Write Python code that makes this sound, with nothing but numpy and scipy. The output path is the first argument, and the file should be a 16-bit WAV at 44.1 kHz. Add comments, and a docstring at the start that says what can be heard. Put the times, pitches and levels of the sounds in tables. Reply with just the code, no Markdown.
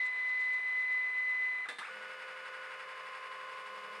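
"""A desktop printer moves its scanner carriage with a stepper motor, in a quiet room.
First the motor whines at twice its step rate over rubbing, scuffs and a gear rattle that repeats each turn.
At 1.65 s it brakes with a falling chirp; the slack gears jolt and the drive clunks twice.
From 1.8 s it chirps up to a faster, lower-sounding whir that throbs over a drone to the end.
The plastic case colours the rattle and rings under the knocks."""
import sys
import numpy as np
from scipy import signal
from scipy.fft import rfft, irfft
from scipy.io import wavfile
from scipy.ndimage import uniform_filter1d, map_coordinates

SR = 44100
rng = np.random.default_rng(int(sys.argv[2]) if len(sys.argv) > 2 else 0)


def bounce(signal):
    """Save signal as a 16-bit WAV file at the path given by the first command-line argument."""
    frames = np.transpose(np.atleast_2d(signal))
    limited = np.clip(frames, -1, 1)
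    pcm = np.round(limited * 32767).astype(np.int16)
    wavfile.write(sys.argv[1], SR, pcm)


N = 176400
T = np.arange(N) / SR

SLOW_STEP_HZ, FAST_STEP_HZ, BRAKE_S = 1007.6, 1469.2, 1.649
STEPS_PER_TURN, BEATS_PER_TURN, FLUTTER_HZ = 127.16, 6, 44.8
# motor runs (start [s], run-up [s], brake at [s], braking [s], step rate [Hz])
SLOW_RUN = (-1, .05, BRAKE_S, .033, SLOW_STEP_HZ)
FAST_RUN = (1.785, .079, 5, .03, FAST_STEP_HZ)


def amp(db):
    """Decibels to gain."""
    return 10 ** (np.asarray(db) / 20)


def unit_rms(x):
    """Scales to an rms of one."""
    return x / np.sqrt(np.mean(x ** 2) + 1e-20)


def curve(rows, column=1):
    """One column of a time table, at every sample."""
    rows = np.array(rows)
    return np.interp(T, rows[:, 0], rows[:, column])


def colour(x, points):
    """Filters by (frequency [Hz], gain [dB]) points."""
    hz, db = np.transpose(points)
    bins_hz = np.fft.rfftfreq(2 * N, 1 / SR)
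    gain = amp(np.interp(np.log(bins_hz + 1), np.log(hz), db))
    return irfft(rfft(x, 2 * N) * gain)[:N]


def radiate(drive, points):
    """Gives a white drive a spectral density in dB/Hz."""
    return colour(drive, points) * np.sqrt(SR / 2)


def wander(hz):
    """Unit-rms random drift, low-passed at hz."""
    rolloff = 1 + (np.fft.rfftfreq(N, 1 / SR) / hz) ** 4
    return unit_rms(irfft(rfft(rng.standard_normal(N)) / rolloff, N))


def motion(start_s, run_up_s, brake_s, braking_s, step_hz):
    """Fraction of full speed, and steps made so far."""
    speed = np.clip((T - start_s) / run_up_s, 0, 1) * np.clip(1 - (T - brake_s) / braking_s, 0, 1)
    return speed, np.cumsum(speed) * step_hz / SR


def tone(cycles, db, waver=0.18):
    """A partial fluttering in level and phase."""
    flutter = 1 + waver * (wander(FLUTTER_HZ) + 1j * wander(FLUTTER_HZ))
    return np.sqrt(2) * amp(db) * (flutter * np.exp(2j * np.pi * (cycles + rng.random()))).real


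def tones(cycles, table):
    """Partials locked to one rotation."""
    return sum(tone(order * cycles, db) for order, db in table.items())


def ring(age_s, hz, db, t60_s):
    """One decaying mode, random phase."""
    return amp(db - 60 * age_s / t60_s) * np.sin(2 * np.pi * (hz * age_s + rng.random()))


def reverb(x, t60_s):
    """Diffuse room tail of unit energy."""
    t = T[:SR // 2]
    tail = rng.standard_normal(len(t)) * amp(-60 * t / t60_s)
    return signal.fftconvolve(x, tail / np.linalg.norm(tail))[:N]


# room noise (frequency [Hz], density [dB/Hz])
ROOM_SPECTRUM = [(25,-130),(50,-119),(100,-116),(150,-108),(400,-108),(1200,-99),(3000,-108),(8000,-124),(14000,-145)]
def room():
    """Steady, faint air noise."""
    return radiate(rng.standard_normal(N), ROOM_SPECTRUM)


# sliding friction (frequency [Hz], gain [dB])
RUB_EQ = [(2500,-26),(3300,-0.5),(3900,10.5),(4600,-4),(5800,-12.5),(7700,-21),(8450,-16),(9500,-20),(12000,-39)]
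def carriage_rub(base_db=-58.5, swing=0.94, fade_db_per_s=6):
    """Rubbing hiss that swells with the whine and fades steadily."""
    whine_db = curve(WHINE_LEVELS)
    level_db = base_db + swing * (whine_db - whine_db.max()) - fade_db_per_s * T
    return amp(level_db) * unit_rms(colour(rng.standard_normal(N), RUB_EQ))


# carriage scuffs (time [s], level [dB])
SCUFFS = [(.03,-72),(.062,-63),(.29,-71.5),(.41,-66),(.445,-71.5),(0.539,-66.5),(0.686,-80.5),(.81,-69.5),(.93,-70),(1.185,-72.5),(1.305,-72.5),(1.44,-75.5)]
# scuff noise (frequency [Hz], gain [dB])
SCUFF_EQ = [(2500,-16.5),(3800,5.5),(5200,-1.5),(8400,-0.5),(9500,-8),(12000,-23)]
def carriage_scuffs(sigma_s=0.011):
    """Brief contacts in the slow run, each a bright swell of noise."""
    contact = sum(amp(db) * np.exp(-((T - at_s) / sigma_s) ** 2 / 2) for at_s, db in SCUFFS)
    return contact * unit_rms(colour(rng.standard_normal(N), SCUFF_EQ))


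def rattle(steps, step_hz, repeat, throb, beat, grit, slip_steps=0.019, bind_turn=.49, churn_hz=9):
    """Tooth flanks scrape and tick in a pattern that returns each turn, over fresh friction noise."""
    size = int(STEPS_PER_TURN / step_hz * SR)
    turns = steps / STEPS_PER_TURN
    flanks = unit_rms(rng.standard_normal(size) * np.exp(grit * np.clip(rng.standard_normal(size), -2, 2)))
    place = (turns + slip_steps * wander(FLUTTER_HZ) / STEPS_PER_TURN) * size
    pattern = map_coordinates(flanks, [place % size], order=3, mode="grid-wrap")
    drive = np.sqrt(repeat) * pattern + np.sqrt(1 - repeat) * rng.standard_normal(N)
    # no two turns bind alike: angle and depth drift
    angle = 2 * np.pi * (turns - bind_turn + .08 * wander(churn_hz))
    bind = throb * (1 + .35 * wander(churn_hz)) * np.cos(angle)
    churn = .035 * wander(churn_hz)
    return drive * (1 + bind + churn) * (1 + beat * np.cos(BEATS_PER_TURN * angle))


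# slow rattle through the case (frequency [Hz], density [dB/Hz])
SLOW_RATTLE_SPECTRUM = [(25,-130),(100,-115),(150,-101),(215,-108),(285,-101),(350,-102),(450,-91),(560,-96),(720,-92),(830,-93.5),(1050,-88),(1550,-87),(2000,-80),(2380,-85),(2750,-92),(3050,-93),(3300,-99),(3800,-99.5),(4600,-107),(5800,-114),(8450,-115),(11000,-124),(13000,-142)]
def slow_gears():
    """Light gear rattle, radiated by the case."""
    drive = rattle(SLOW_STEP_HZ * T, SLOW_STEP_HZ, repeat=0.62, throb=0.13, beat=0.17, grit=0.65)
    return radiate(drive, SLOW_RATTLE_SPECTRUM)


# fast rattle through the case (frequency [Hz], density [dB/Hz])
FAST_RATTLE_SPECTRUM = [(300,-135),(550,-104),(720,-93),(900,-85),(1100,-81),(1400,-79.5),(2100,-81.5),(2600,-84.5),(3250,-96),(3550,-94.5),(4100,-101),(4700,-99.5),(5250,-99),(5600,-108),(6100,-114),(6600,-106),(7800,-113),(8400,-105),(9500,-111),(11400,-121),(12600,-146)]
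# varying mid band of the rattle (frequency [Hz], gain [dB])
MID_EQ = [(900,-91),(1400,8.5),(2600,-6.5),(4000,-26)]
# rumble under the drone (frequency [Hz], density [dB/Hz])
RUMBLE_SPECTRUM = [(25,-130),(110,-116),(170,-103),(260,-106),(330,-104),(390,-106),(455,-84),(510,-90.5),(640,-91),(760,-99),(1100,-125)]
def fast_gears():
    """Low rumble and a throbbing gear whir whose midrange softens as the carriage travels."""
    speed, steps = motion(*FAST_RUN)
    drive = rattle(steps, FAST_STEP_HZ, repeat=0.73, throb=.18, beat=0.071, grit=0.49)
    whir = radiate(drive, FAST_RATTLE_SPECTRUM)
    mid_change = (amp(curve(FAST_LEVELS, column=4)) - 1) * colour(whir, MID_EQ)
    rumble = amp(curve(DRONE_LEVELS, column=3)) * radiate(rng.standard_normal(N), RUMBLE_SPECTRUM)
    return speed * (rumble + whir + mid_change)


# backlash contacts (time [s], ring [Hz], level [dB])
JOLTS = [(1.654,1630,-41),(1.661,1230,-47),(1.663,1120,-39),(1.67,953,-52),(1.679,1210,-41),(1.811,970,-40),(1.818,1200,-40),(1.848,1350,-38),(1.872,1550,-42),(1.885,1200,-41)]
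def jolts(rise_s=0.0011, t60_s=0.039):
    """Sharp speed changes throw the gears against their slack; each contact rings briefly."""
    out = np.zeros(N)
    for start_s, hz, db in JOLTS:
        age_s = np.maximum(T - start_s, 0)
        out += np.minimum(age_s / rise_s, 1) * ring(age_s, hz, db, t60_s)
    return out


# brake tick, then two double clunks (time [s], gain [dB], tilt [dB/octave], t60 [s])
KNOCKS = [(1.6555,-2.5,-0.5,.07),(1.686,10.5,1,0.13),(1.696,6,0.5,0.11),(1.784,6,1.5,0.143),(1.7875,7.5,1,0.11)]
# plastic clatter (frequency [Hz], density [dB/Hz])
CLATTER_SPECTRUM = [(40, -125), (110, -110), (200, -91.5), (350, -91.5), (480, -89), (650, -87),
                    (1200, -85.5), (1750, -81), (3100, -93), (3600, -88), (5000, -102), (6300, -108),
                    (9000, -103), (11500, -118), (15000, -140)]
# case modes (frequency [Hz], level [dB], t60 [s])
CASE_MODES = [(188,-87,.23),(485,-66,0.57),(1208,-62.5,0.41),(1713,-55.5,0.15),(2027,-56,0.28),(2770,-64,0.088),(3585,-64,0.42),(3610,-66,.2),(9668,-76,0.13)]
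def clunks(rise_s=0.002, tail_db=-7, tail_t60_s=0.46):
    """Each drive knock is a short plastic clatter with a room tail and ringing case modes."""
    out = np.zeros(N)
    for start_s, db, tilt_db, t60_s in KNOCKS:
        age_s = np.maximum(T - start_s, 0)
        rise = np.minimum(age_s / rise_s, 1)
        fade = np.hypot(amp(-60 * age_s / t60_s), amp(tail_db - 60 * age_s / tail_t60_s))
        spectrum = [(hz, level + tilt_db * np.log2(hz / 2000)) for hz, level in CLATTER_SPECTRUM]
        modes = sum(ring(age_s, *mode) for mode in CASE_MODES)
        clatter = radiate(rise * fade * rng.standard_normal(N), spectrum)
        out += amp(db) * (clatter + rise * modes)
    return out


def ramp_chirp(run, db, floor_hz=880, resonance_hz=1650, sigma_hz=850, room_db=-4):
    """On a speed ramp the rotor shudders and the whine sweeps through the case resonance."""
    speed, steps = motion(*run)
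    whine_hz = 2 * run[-1] * speed
    ramping = uniform_filter1d(((whine_hz > floor_hz) & (speed < 1)) * 1., 300)
    resonance = np.exp(-((whine_hz - resonance_hz) / sigma_hz) ** 2 / 2)
    chirp = ramping * resonance * tone(2 * steps, db, waver=0.36)
    return chirp + amp(room_db) * reverb(chirp, t60_s=.2)


# fast-run drone (time [s], lower tone [dB], upper tone [dB], rumble gain [dB])
DRONE_LEVELS = [(1.9,-70.5,-57,-1),(2.6,-70.5,-56.5,-4),(3.3,-69,-59.5,-3),(3.8,-65.5,-57,2.5),(4,-63,-60.5,3.5)]
def drone(turns, orders=(36, 45)):
    """Two low tones locked to the gear."""
    return sum(tone(k * turns, curve(DRONE_LEVELS, i + 1), waver=0.15) for i, k in enumerate(orders))


# fast run (time [s], step tone [dB], mesh tone [dB], hum [dB], rattle mid control [dB])
FAST_LEVELS = [(1.85,-47.5,-68,-76,1),(2.0,-51,-80,-72,-0.5),(2.15,-53.5,-64,-83,0),(2.6,-51.5,-59,-85,0),(2.85,-58.5,-55.5,-100,0.5),(3.1,-58.5,-52,-86,-1),(3.5,-54.5,-51,-92,-2),(3.67,-56,-52,-77,-3.5),(4,-55,-53,-70,-4)]
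# motor overtones (order [cycles/step], level [dB])
FAST_STEP_TONES = {2:-62, 4:-85.5, 7:-86.5, 8:-91, 9:-103, 10:-94}
# gear tones (order [cycles/turn], level [dB])
FAST_GEAR_TONES = {14.7:-85, 30:-80.5, 40:-73.5, 52:-69.5, 54:-76.5, 57:-76.5, 108:-61, 116:-70.5,
                   138:-64.5, 141:-64, 153:-63, 167:-66, 180:-61.5, 186:-65, 225:-65, 299:-72.5, 400:-78}
def fast_motor(mesh_order=90, hum_order=18, sideband_db=-4.5, rise_s=.055):
    """A rising chirp, then step and gear tones whose levels shift as the carriage travels."""
    _, steps = motion(*FAST_RUN)
    turns = steps / STEPS_PER_TURN
    step_db, mesh_db, hum_db = (curve(FAST_LEVELS, column) for column in (1, 2, 3))
    motor = tone(steps, step_db) + tones(steps, FAST_STEP_TONES)
    mesh = tone(mesh_order * turns, mesh_db)
    hum = tone(hum_order * turns, hum_db)
    sideband = tone((mesh_order + BEATS_PER_TURN) * turns, mesh_db + sideband_db)
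    running = motor + mesh + hum + sideband + drone(turns) + tones(turns, FAST_GEAR_TONES)
    full_speed_s = FAST_RUN[0] + FAST_RUN[1]
    build_up = np.clip((T - full_speed_s) / rise_s, 0, 1)
    return build_up * running + ramp_chirp(FAST_RUN, db=-48)


# whine at twice the step rate (time [s], level [dB])
WHINE_LEVELS = [(0.0, -31.5), (0.044, -32.5), (0.114, -37.5), (0.27, -34), (0.556, -32.5), (0.624, -38.5),
                (0.67, -33.5), (0.734, -35), (0.794, -32), (0.872, -35), (0.918, -31.5), (1.08, -34.5),
                (1.116, -37.5), (1.184, -33), (1.244, -34.5), (1.304, -32), (1.368, -35), (1.424, -32.5),
                (1.65, -39)]
# motor overtones (order [cycles/step], level [dB])
SLOW_STEP_TONES = {3:-71.5, 4:-69, 6:-84.5, 8:-81.5, 9:-83, 11:-94.5, 14:-95}
# gear tones (order [cycles/turn], level [dB])
SLOW_GEAR_TONES = {18:-92.5, 36:-82, 54:-81, 90:-72, 141:-85, 147:-69, 156:-66, 180:-69.5, 218:-71.5,
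                   236:-61.5, 249:-61, 270:-63.5, 294:-67, 300:-61}
def slow_motor(whine_t60_s=.085):
    """A strong whine with step and gear tones; on braking it rings out under a falling chirp."""
    speed, steps = motion(*SLOW_RUN)
    whine_db = curve(WHINE_LEVELS) - 60 * np.maximum(T - BRAKE_S, 0) / whine_t60_s
    whine = tone(2 * SLOW_STEP_HZ * T, whine_db, waver=0.046)
    step_tones = tone(steps, db=-60, waver=0.29) + tones(steps, SLOW_STEP_TONES)
    gear_tones = tones(steps / STEPS_PER_TURN, SLOW_GEAR_TONES)
    return whine + speed ** 2 * (step_tones + gear_tones) + ramp_chirp(SLOW_RUN, db=-46)


def noises(coast_t60_s=0.93):
    """Room, friction, gears and knocks; the slow run's noise dies away after braking."""
    coast = amp(-60 * np.maximum(T - BRAKE_S, 0) / coast_t60_s)
    slow_run = coast * (slow_gears() + carriage_scuffs() + carriage_rub())
    return slow_run + fast_gears() + jolts() + clunks() + room()


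# stereo width (frequency [Hz], side gain [dB])
SIDE_EQ = [(30,-32.5),(60,-13),(150,-14),(400,-13.5),(1000,-21.5),(2000,-16.5),(4000,-10.5),(8000,-7.5),(12000,-6)]
def scene():
    """Printer straight ahead; scattered sound widens mainly the treble."""
    mid = slow_motor() + fast_motor() + noises()
    side = colour(noises(), SIDE_EQ)
    return np.array([mid + side, mid - side])


def record(dry):
    """Band limit, with soft ends."""
    cutoff_hz, fade_s = 14900, .003
    fade = np.clip(np.minimum(T, T[-1] - T) / fade_s, 0, 1)
    lowpass = signal.firwin(511, cutoff_hz, window=("kaiser", 9), fs=SR)
    return signal.oaconvolve(dry * fade, lowpass[None], "same")


dry = scene()
out = record(dry)
bounce(out)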